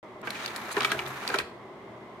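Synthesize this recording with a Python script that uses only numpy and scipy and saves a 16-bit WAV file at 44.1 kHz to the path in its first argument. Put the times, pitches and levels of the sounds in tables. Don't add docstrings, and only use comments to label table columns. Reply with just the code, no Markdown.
import sys
import numpy as np
from scipy import signal
from scipy.fft import rfft, irfft
from scipy.io import wavfile

SR = 44100
rng = np.random.default_rng(int(sys.argv[2]) if len(sys.argv) > 2 else 0)


def unload_audio(sound):
    columns = np.transpose(np.atleast_2d(sound))
    steps = np.round(np.clip(columns, -1, 1) * 32767)
    wavfile.write(sys.argv[1], SR, steps.astype(np.int16))


def attenuation_scalar(level_db):
    decades = np.asarray(level_db, float) / 20
    return 10 ** decades


N = 97020
MIDDLE = np.array([[1], [0]])


def unit_rms(x):
    return x / np.sqrt(np.mean(x ** 2) + 1e-20)


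def unit_peak(x):
    return x / np.max(abs(x[0]))


def noise(count):
    return rng.standard_normal((2, count))


def sine(hz, t, phase=0):
    return np.sqrt(2) * np.sin(2 * np.pi * (hz * t + phase))


def read_curve(points, hz):
    f, value = np.transpose(points)
    return np.interp(np.log(hz + 1), np.log(f + 1), value)


def colour(x, db_of):
    hz = np.fft.rfftfreq(x.shape[-1], 1 / SR)
    return irfft(rfft(x) * attenuation_scalar(db_of(hz)), x.shape[-1])


def low_pass(x, edge_hz):
    return colour(x, lambda hz: -10 * np.log10(1 + (hz / edge_hz) ** 4))


def with_resonances(slope, peaks):
    def db_of(hz):
        humps = sum(db / (1 + (2 * (hz - f) / width) ** 2) for f, width, db in peaks)
        return read_curve(slope, hz) + humps
    return db_of


def ring(x, hz, width_hz):
    r = np.exp(-np.pi * width_hz / SR)
    turn = 2 * np.pi * min(hz, SR / 2.2) / SR
    return signal.lfilter([1 - r, 0, r - 1], [1, -2 * r * np.cos(turn), r * r], x)


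def band(x, lo_hz, hi_hz):
    return signal.sosfilt(signal.butter(2, [lo_hz, hi_hz], "band", fs=SR, output="sos"), x)


def wander(rate_hz):
    return unit_rms(ring(rng.standard_normal(N), rate_hz, 2 * rate_hz))


def gate(t, start_s, end_s, rise_s, fall_s):
    return np.clip(np.minimum((t - start_s) / rise_s, (end_s - t) / fall_s), 0, 1)


# t/s, friction level/dB, table drone level/dB
MOTOR_RUN = [(0.229, -47, -51), (.29, -47, -54.5), (.35, -46.5, -58), (.49, -43.5, -57.5),
             (.53, -45.5, -71), (.76, -44, -66), (.78, -37.5, -47.5), (.86, -41.5, -49), (.915, -42, -50),
             (.95, -43.5, -50), (.99, -44, -44), (1.04, -46.5, -63), (1.065, -45.5, -44),
             (1.16, -45.5, -48), (1.21, -43.5, -68), (1.33, -40.5, -55.5), (1.431, -47.5, -52.5)]
SPIN_UP_S, COAST_S = 0.027, 0.015


def motor_speed(t):
    return gate(t, MOTOR_RUN[0][0], MOTOR_RUN[-1][0], SPIN_UP_S, COAST_S) ** 2


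def gear_grit():
    per_s, spread_db, decay_s = 1500, 4.5, 0.003
    sizes = attenuation_scalar(spread_db * np.minimum(rng.exponential(1, N), 2.5))
    contacts = sizes * (rng.random(N) < per_s / SR)
    return unit_rms(signal.lfilter([1], [1, -np.exp(-1 / (decay_s * SR))], contacts))


# f/Hz, level per Hz/dB
WHIRR_SLOPE = [(120, -61), (200, -2), (635, -6.5), (709, -3), (1350, -4.5), (2090, -7.5), (5130, -20),
               (12400, -28), (16000, -34)]
# f/Hz, width/Hz, lift/dB
GEARBOX = [(994, 670, 5), (1330, 52, 5.5), (1750, 460, 4.5), (2364, 103, 7.5), (3900, 990, 3),
           (6480, 250, 6)]
# start t/s, end t/s, lift/dB
SLIDES = [
    (0.345, 0.486, 8.5),
    (.77, 0.986, -0.5),
    (1.18, 1.44, 0),
]


def friction():
    t = np.arange(N) / SR
    grit_share, lurch_db = .5, .8
    rubbing = noise(N) * (1 - grit_share + grit_share * gear_grit())
    rub = colour(rubbing, with_resonances(WHIRR_SLOPE, GEARBOX))
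    rub /= np.std(band(rub, 1500, 5000))
    low, below_treble = low_pass(rub, 2100), low_pass(rub, 5200)
    middle, treble = below_treble - low, rub - below_treble
    s, rub_db, _ = np.transpose(MOTOR_RUN)
    slide_db = sum(db * gate(t, a, b, 0.0021, 0.04) for a, b, db in SLIDES)
    rub = low * gate(t, s[0], s[-1], .001, COAST_S)
    rub = rub + motor_speed(t) * (attenuation_scalar(slide_db) * middle + treble)
    return rub * attenuation_scalar(np.interp(t, s, rub_db) + lurch_db * wander(rate_hz=18))


def drone():
    t = np.arange(N) / SR
    s, _, drone_db = np.transpose(MOTOR_RUN)
    return MIDDLE * sine(134, t) * attenuation_scalar(np.interp(t, s, drone_db)) * motor_speed(t)


def whine():
    t = np.arange(N) / SR
    hz, width_hz, db = 12400, 320, -68
    tone = unit_rms(ring(ring(noise(N), hz, width_hz), hz, width_hz)) * attenuation_scalar(db)
    return tone * (gate(t, .57, 1.2, .03, .05) + .55 * motor_speed(t))


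def rattle(length_s, shape, clumps_db=1.0):
    t = np.arange(0, .25, 1 / SR)
    steps = np.repeat(rng.standard_normal(len(t) // 32 + 1), 32)[:len(t)]
    clumps = np.where(t > .001, steps, 1)
    return noise(len(t)) * attenuation_scalar(clumps_db * clumps) * np.exp(-(t / max(length_s, .001)) ** shape)


# t/s, level/dB, treble level/dB, ring f/Hz, rattle length/s
TICKS = [(.2158, -48.5, 2.5, 4470, 0.00066), (.2538, -47, -8, 3980, 0.0015),
         (.2715, -37.5, -5, 4300, 0.0046), (.3048, -23, -8.5, 3900, 0.0035),
         (.4603, -18.5, -11, 4300, 0.0018), (.4785, -28.5, -12, 3670, 0.0044),
         (.5612, -25.5, -6.5, 4300, 0.0057), (.7667, -28, -7.5, 3200, 0.0054),
         (.8063, -15.5, -16, 2690, 0.0031), (.8195, -24, -28, 3560, 0.0043),
         (.8305, -21.5, -13, 3270, 0.009), (.8462, -16, -12.5, 3200, 0.0087), (.9, -28.5, -28, 4100, 0.025),
         (.9168, -18, -7.5, 3630, 0.0075), (.9905, -23, -14, 2780, 0.0056),
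         (1.0628, -29, -12, 3440, 0.0036), (1.077, -45, 7, 4000, 0.011), (1.277, -20.5, -8, 4350, 0.003),
         (1.2888, -29.5, -2.5, 2970, .004), (1.301, -29, -20, 4330, 0.0035),
         (1.342, -26.5, -3, 3250, 0.0051), (1.358, -26, -10, 3600, 0.0032),
         (1.3865, -18.5, -7.5, 3420, 0.0056)]


def tick(db, top_db, hz, length_s):
    x = rattle(length_s, 1.3)
    crackle = band(ring(x, hz, 800) + .35 * x, 1500, 5300)
    body = unit_peak(band(crackle, 1200, 5300))
    edge = band(x + .3 * rattle(4 * length_s, 2), 5500, 14500)
    fizz = unit_peak(band(edge, 3000, min(3.4 * hz, 15000)))
    return attenuation_scalar(db - 2) * (body + attenuation_scalar(top_db) * fizz)


def modes(x, table, centre_hz):
    detune, spread_db, focus_db_per_oct = .02, 2.5, 8
    total = 0
    for hz, db, t60 in table:
        level_draw, pitch_draw = rng.standard_normal(2)
        level_db = db + spread_db * level_draw - focus_db_per_oct * abs(np.log2(hz / centre_hz))
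        mode = ring(x, hz * (1 + detune * pitch_draw), 1.32 / t60)
        total = total + attenuation_scalar(level_db) * np.sqrt(t60) * mode
    return total


# f/Hz, level/dB, t60/s
PANELS = [(980, -2, .03), (1150, -4, .03), (1290, 0, .035), (1470, -1, .03), (1610, -1, .035),
          (1900, -4, .03), (2330, -4, .025), (2670, -7, .025)]
# f/Hz, level/dB, t60/s
SHELL = [(210, -15, .06), (335, -4, .06), (410, 0, .07), (474, -5, .06), (640, -3, .05), (750, -5, .04)]
# t/s, level/dB, thud level/dB, panel f/Hz, rattle length/s
CLACKS = [(.230, -32, 1.5, 1580, 0.0047), (.272, -19.5, -8.5, 1580, 0.01), (.305, -25, -5.5, 1650, 0.0053),
          (.685, -29, -18, 1190, 0.0029), (.708, -23, -25, 1360, 0.0093), (.767, -14.5, -4.5, 990, 0.014),
          (.807, -20, -20, 1300, 0.0093), (.820, -31, -5, 1320, 0.014), (.832, -25.5, -6, 1650, 0.0061),
          (.848, -11.5, -11.5, 1310, 0.0032), (.900, -24, -7, 1400, 0.028),
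          (.918, -10.5, -11, 1670, 0.0055), (.991, -22, -9, 2330, 0.0093), (1.301, -21, -1, 1580, .008),
          (1.3415, -13.5, -10, 1420, 0.01), (1.388, -23, 0, 1520, 0.0053),
          (1.399, -18.5, -17, 1500, 0.0068)]


def clack(db, thud_db, hz, length_s):
    x = band(rattle(length_s, 2.07), 178, 3000)
    panels = unit_peak(band(modes(x, PANELS, hz) + 0.046 * x, 670, 2950))
    thud = unit_peak(band(modes(x, SHELL, 570), 115, 600))
    return attenuation_scalar(db - 6) * (panels + attenuation_scalar(thud_db) * thud)


# t/s, level/dB, ring f/Hz, t60/s
STRIKES = [(.272, -34.5, 1615, 0.058), (.3052, -34, 10800, 0.01), (.3052, -30, 2280, 0.011),
           (.354, -32, 2470, 0.036), (.449, -30.5, 3760, .015), (.4605, -28, 4650, 0.014),
           (.5615, -34.5, 10840, 0.012), (.5617, -29, 1820, 0.019), (1.025, -37.5, 399, 0.3),
           (1.3868, -21.5, 3300, 0.013), (.858, -39, 3350, 0.018), (.870, -39, 3400, 0.012),
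           (.5615, -48, 4770, .015), (.7672, -14, 1890, 0.0057), (.769, -23, 418, 0.074),
           (.770, -29, 319, 0.033), (.774, -23, 974, 0.034), (.779, -33, 1520, 0.023),
           (.8065, -21, 2470, 0.013), (.8115, -21.5, 1310, .04), (.820, -32, 3400, .015),
           (.823, -29, 1500, 0.035), (.832, -25.5, 1880, .03), (.8455, -26, 2340, 0.015),
           (.8475, -15.5, 2298, 0.032), (.850, -18.5, 1280, 0.034), (.902, -35, 1366, 0.069),
           (.9175, -19, 1595, 0.02), (.920, -19.5, 1274, 0.019), (.928, -25.5, 1624, .05),
           (.930, -37, 359.4, 0.4), (.935, -38, 409.6, 0.29), (.946, -27, 1510, 0.027),
           (.948, -26.5, 635, 0.05), (.991, -27.5, 2323, 0.056), (1.002, -28, 2320, .02),
           (1.063, -30, 3600, 0.017), (1.2772, -23, 4640, 0.015), (1.290, -26, 2430, 0.017),
           (1.295, -39, 474, 0.95), (1.300, -28, 1600, 0.052), (1.341, -17.5, 1460, 0.033),
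           (1.342, -28, 397, 0.11), (1.349, -21, 940, 0.035), (1.349, -24.5, 2330, 0.027),
           (1.360, -26.5, 614, 0.072), (1.3865, -22, 4145, 0.015), (1.387, -22, 2510, 0.032),
           (1.390, -24.5, 1070, 0.021), (1.401, -25.5, 1530, 0.024)]


def strike(db, hz, t60):
    t = np.arange(0, .5, 1 / SR)
    phase = 2 * np.pi * hz * t + np.array([[0], [np.pi / 2]])
    pair = np.sin(phase) + 0.26 * np.sin(1.07 * phase)
    return attenuation_scalar(db - 60 * t / t60) * pair * (1 - np.exp(-t * hz / 1.2))


# f/Hz, width/Hz, level/dB
GUIDE = [(4300, 860, 6), (6420, 89, 1.5), (7630, 560, 1.5), (9700, 210, 1), (14300, 400, -34.5)]
SQUEAK_START_S, SQUEAK_END_S = .711, 0.738


def squeak():
    length_s, slip_hz, db = SQUEAK_END_S - SQUEAK_START_S, 95, -42
    t = np.arange(0, length_s, 1 / SR)
    slips = noise(len(t)) * (.5 + abs(np.sin(np.pi * slip_hz * t)))
    guide = unit_rms(sum(attenuation_scalar(d) * unit_rms(ring(slips, f, w)) for f, w, d in GUIDE))
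    return attenuation_scalar(db) * guide * np.sin(np.pi * t / length_s) ** 0.23


# t/s, level/dB, t60/s
THUMPS = [
    (.275, -49, .15),
    (.77, -53, .2),
    (.94, -52, .5),
    (1.04, -54, .5),
    (1.31, -50, .2),
    (1.385, -44, .25),
]


def thump(db, t60):
    t = np.arange(0, .25, 1 / SR)
    shake = unit_rms(band(band(noise(len(t)), 49, 128), 51, 123))
    return MIDDLE * attenuation_scalar(db - 60 * t / t60) * np.minimum(t / 0.0056, 1) * shake


def room(x):
    t60_s, top_hz, bottom_hz, db = 0.41, 9000, 150, -15
    t = np.arange(SR // 2) / SR
    tail = colour(noise(len(t)),
                  lambda hz: -10 * np.log10(1 + (hz / top_hz) ** 2 + (bottom_hz / (hz + 1)) ** 2))
    tail *= attenuation_scalar(-60 * t / t60_s) * (t > .004)
    return attenuation_scalar(db) * signal.fftconvolve(x, tail / np.linalg.norm(tail[0]), axes=1)[:, :N]


# f/Hz, level per Hz/dB
FAN_SLOPE = [(15, -63), (25, -26.5), (87, -11.5), (108, -9.5), (301, -8), (354, -2.5), (451, -11),
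             (641, -7), (16000, -54)]
# f/Hz, width/Hz, lift/dB
DUCT = [(204.7, 20, 10), (406, 112, 6.5), (630, 32, 5.5), (1062, 303, 9), (2062, 290, 11), (3400, 860, 5)]


def fan_air():
    air = unit_rms(colour(noise(N), with_resonances(FAN_SLOPE, DUCT)))
    return air * attenuation_scalar(-46 + 0.12 * wander(rate_hz=22))


# f/Hz, rms level/dB
HUM = [(120, -62), (240, -63)]


def hum():
    t = np.arange(N) / SR
    return MIDDLE * sum(attenuation_scalar(db + 2 * wander(rate_hz=0.92)) * sine(hz, t, rng.random()) for hz, db in HUM)


def add(mix, start_s, sound):
    part = mix[:, round(start_s * SR):][:, :sound.shape[1]]
    part += sound[:, :part.shape[1]]


# f/Hz, side minus mid level/dB
WIDTH = [(40, -11), (110, -13), (200, -17), (380, -14.5), (700, -11), (1290, -5), (2380, -.5), (4400, -1),
         (8120, -.5), (15000, -1.5)]
# f/Hz, left minus right level/dB
TILT = [(60, -.5), (250, .5), (500, 0), (2000, -.5), (4400, -.5), (8120, 1), (13000, 3)]


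def scene():
    changer = friction() + drone() + whine()
    for table, source in (TICKS, tick), (CLACKS, clack), (STRIKES, strike), (THUMPS, thump):
        for start_s, *settings in table:
            add(changer, start_s, source(*settings))
    add(changer, SQUEAK_START_S, squeak())
    mid, side = changer + room(changer) + fan_air() + hum()
    side = colour(side, lambda hz: read_curve(WIDTH, hz))
    left = colour(mid + side, lambda hz: read_curve(TILT, hz) / 2)
    right = colour(mid - side, lambda hz: -read_curve(TILT, hz) / 2)
    return np.array([left, right])


def top_cut(x):
    return signal.sosfilt(signal.butter(12, 16500, fs=SR, output="sos"), x)


def record(dry):
    start_s, edge_hz, ceiling = .0285, 15850, .4
    soft = ceiling * np.tanh(dry / ceiling)
    limited = colour(soft, lambda hz: -np.clip((hz - edge_hz) / 4, 0, 60))
    mix = limited * (np.arange(N) > start_s * SR)
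    return top_cut(mix)


dry = scene()
out = record(dry)
unload_audio(out)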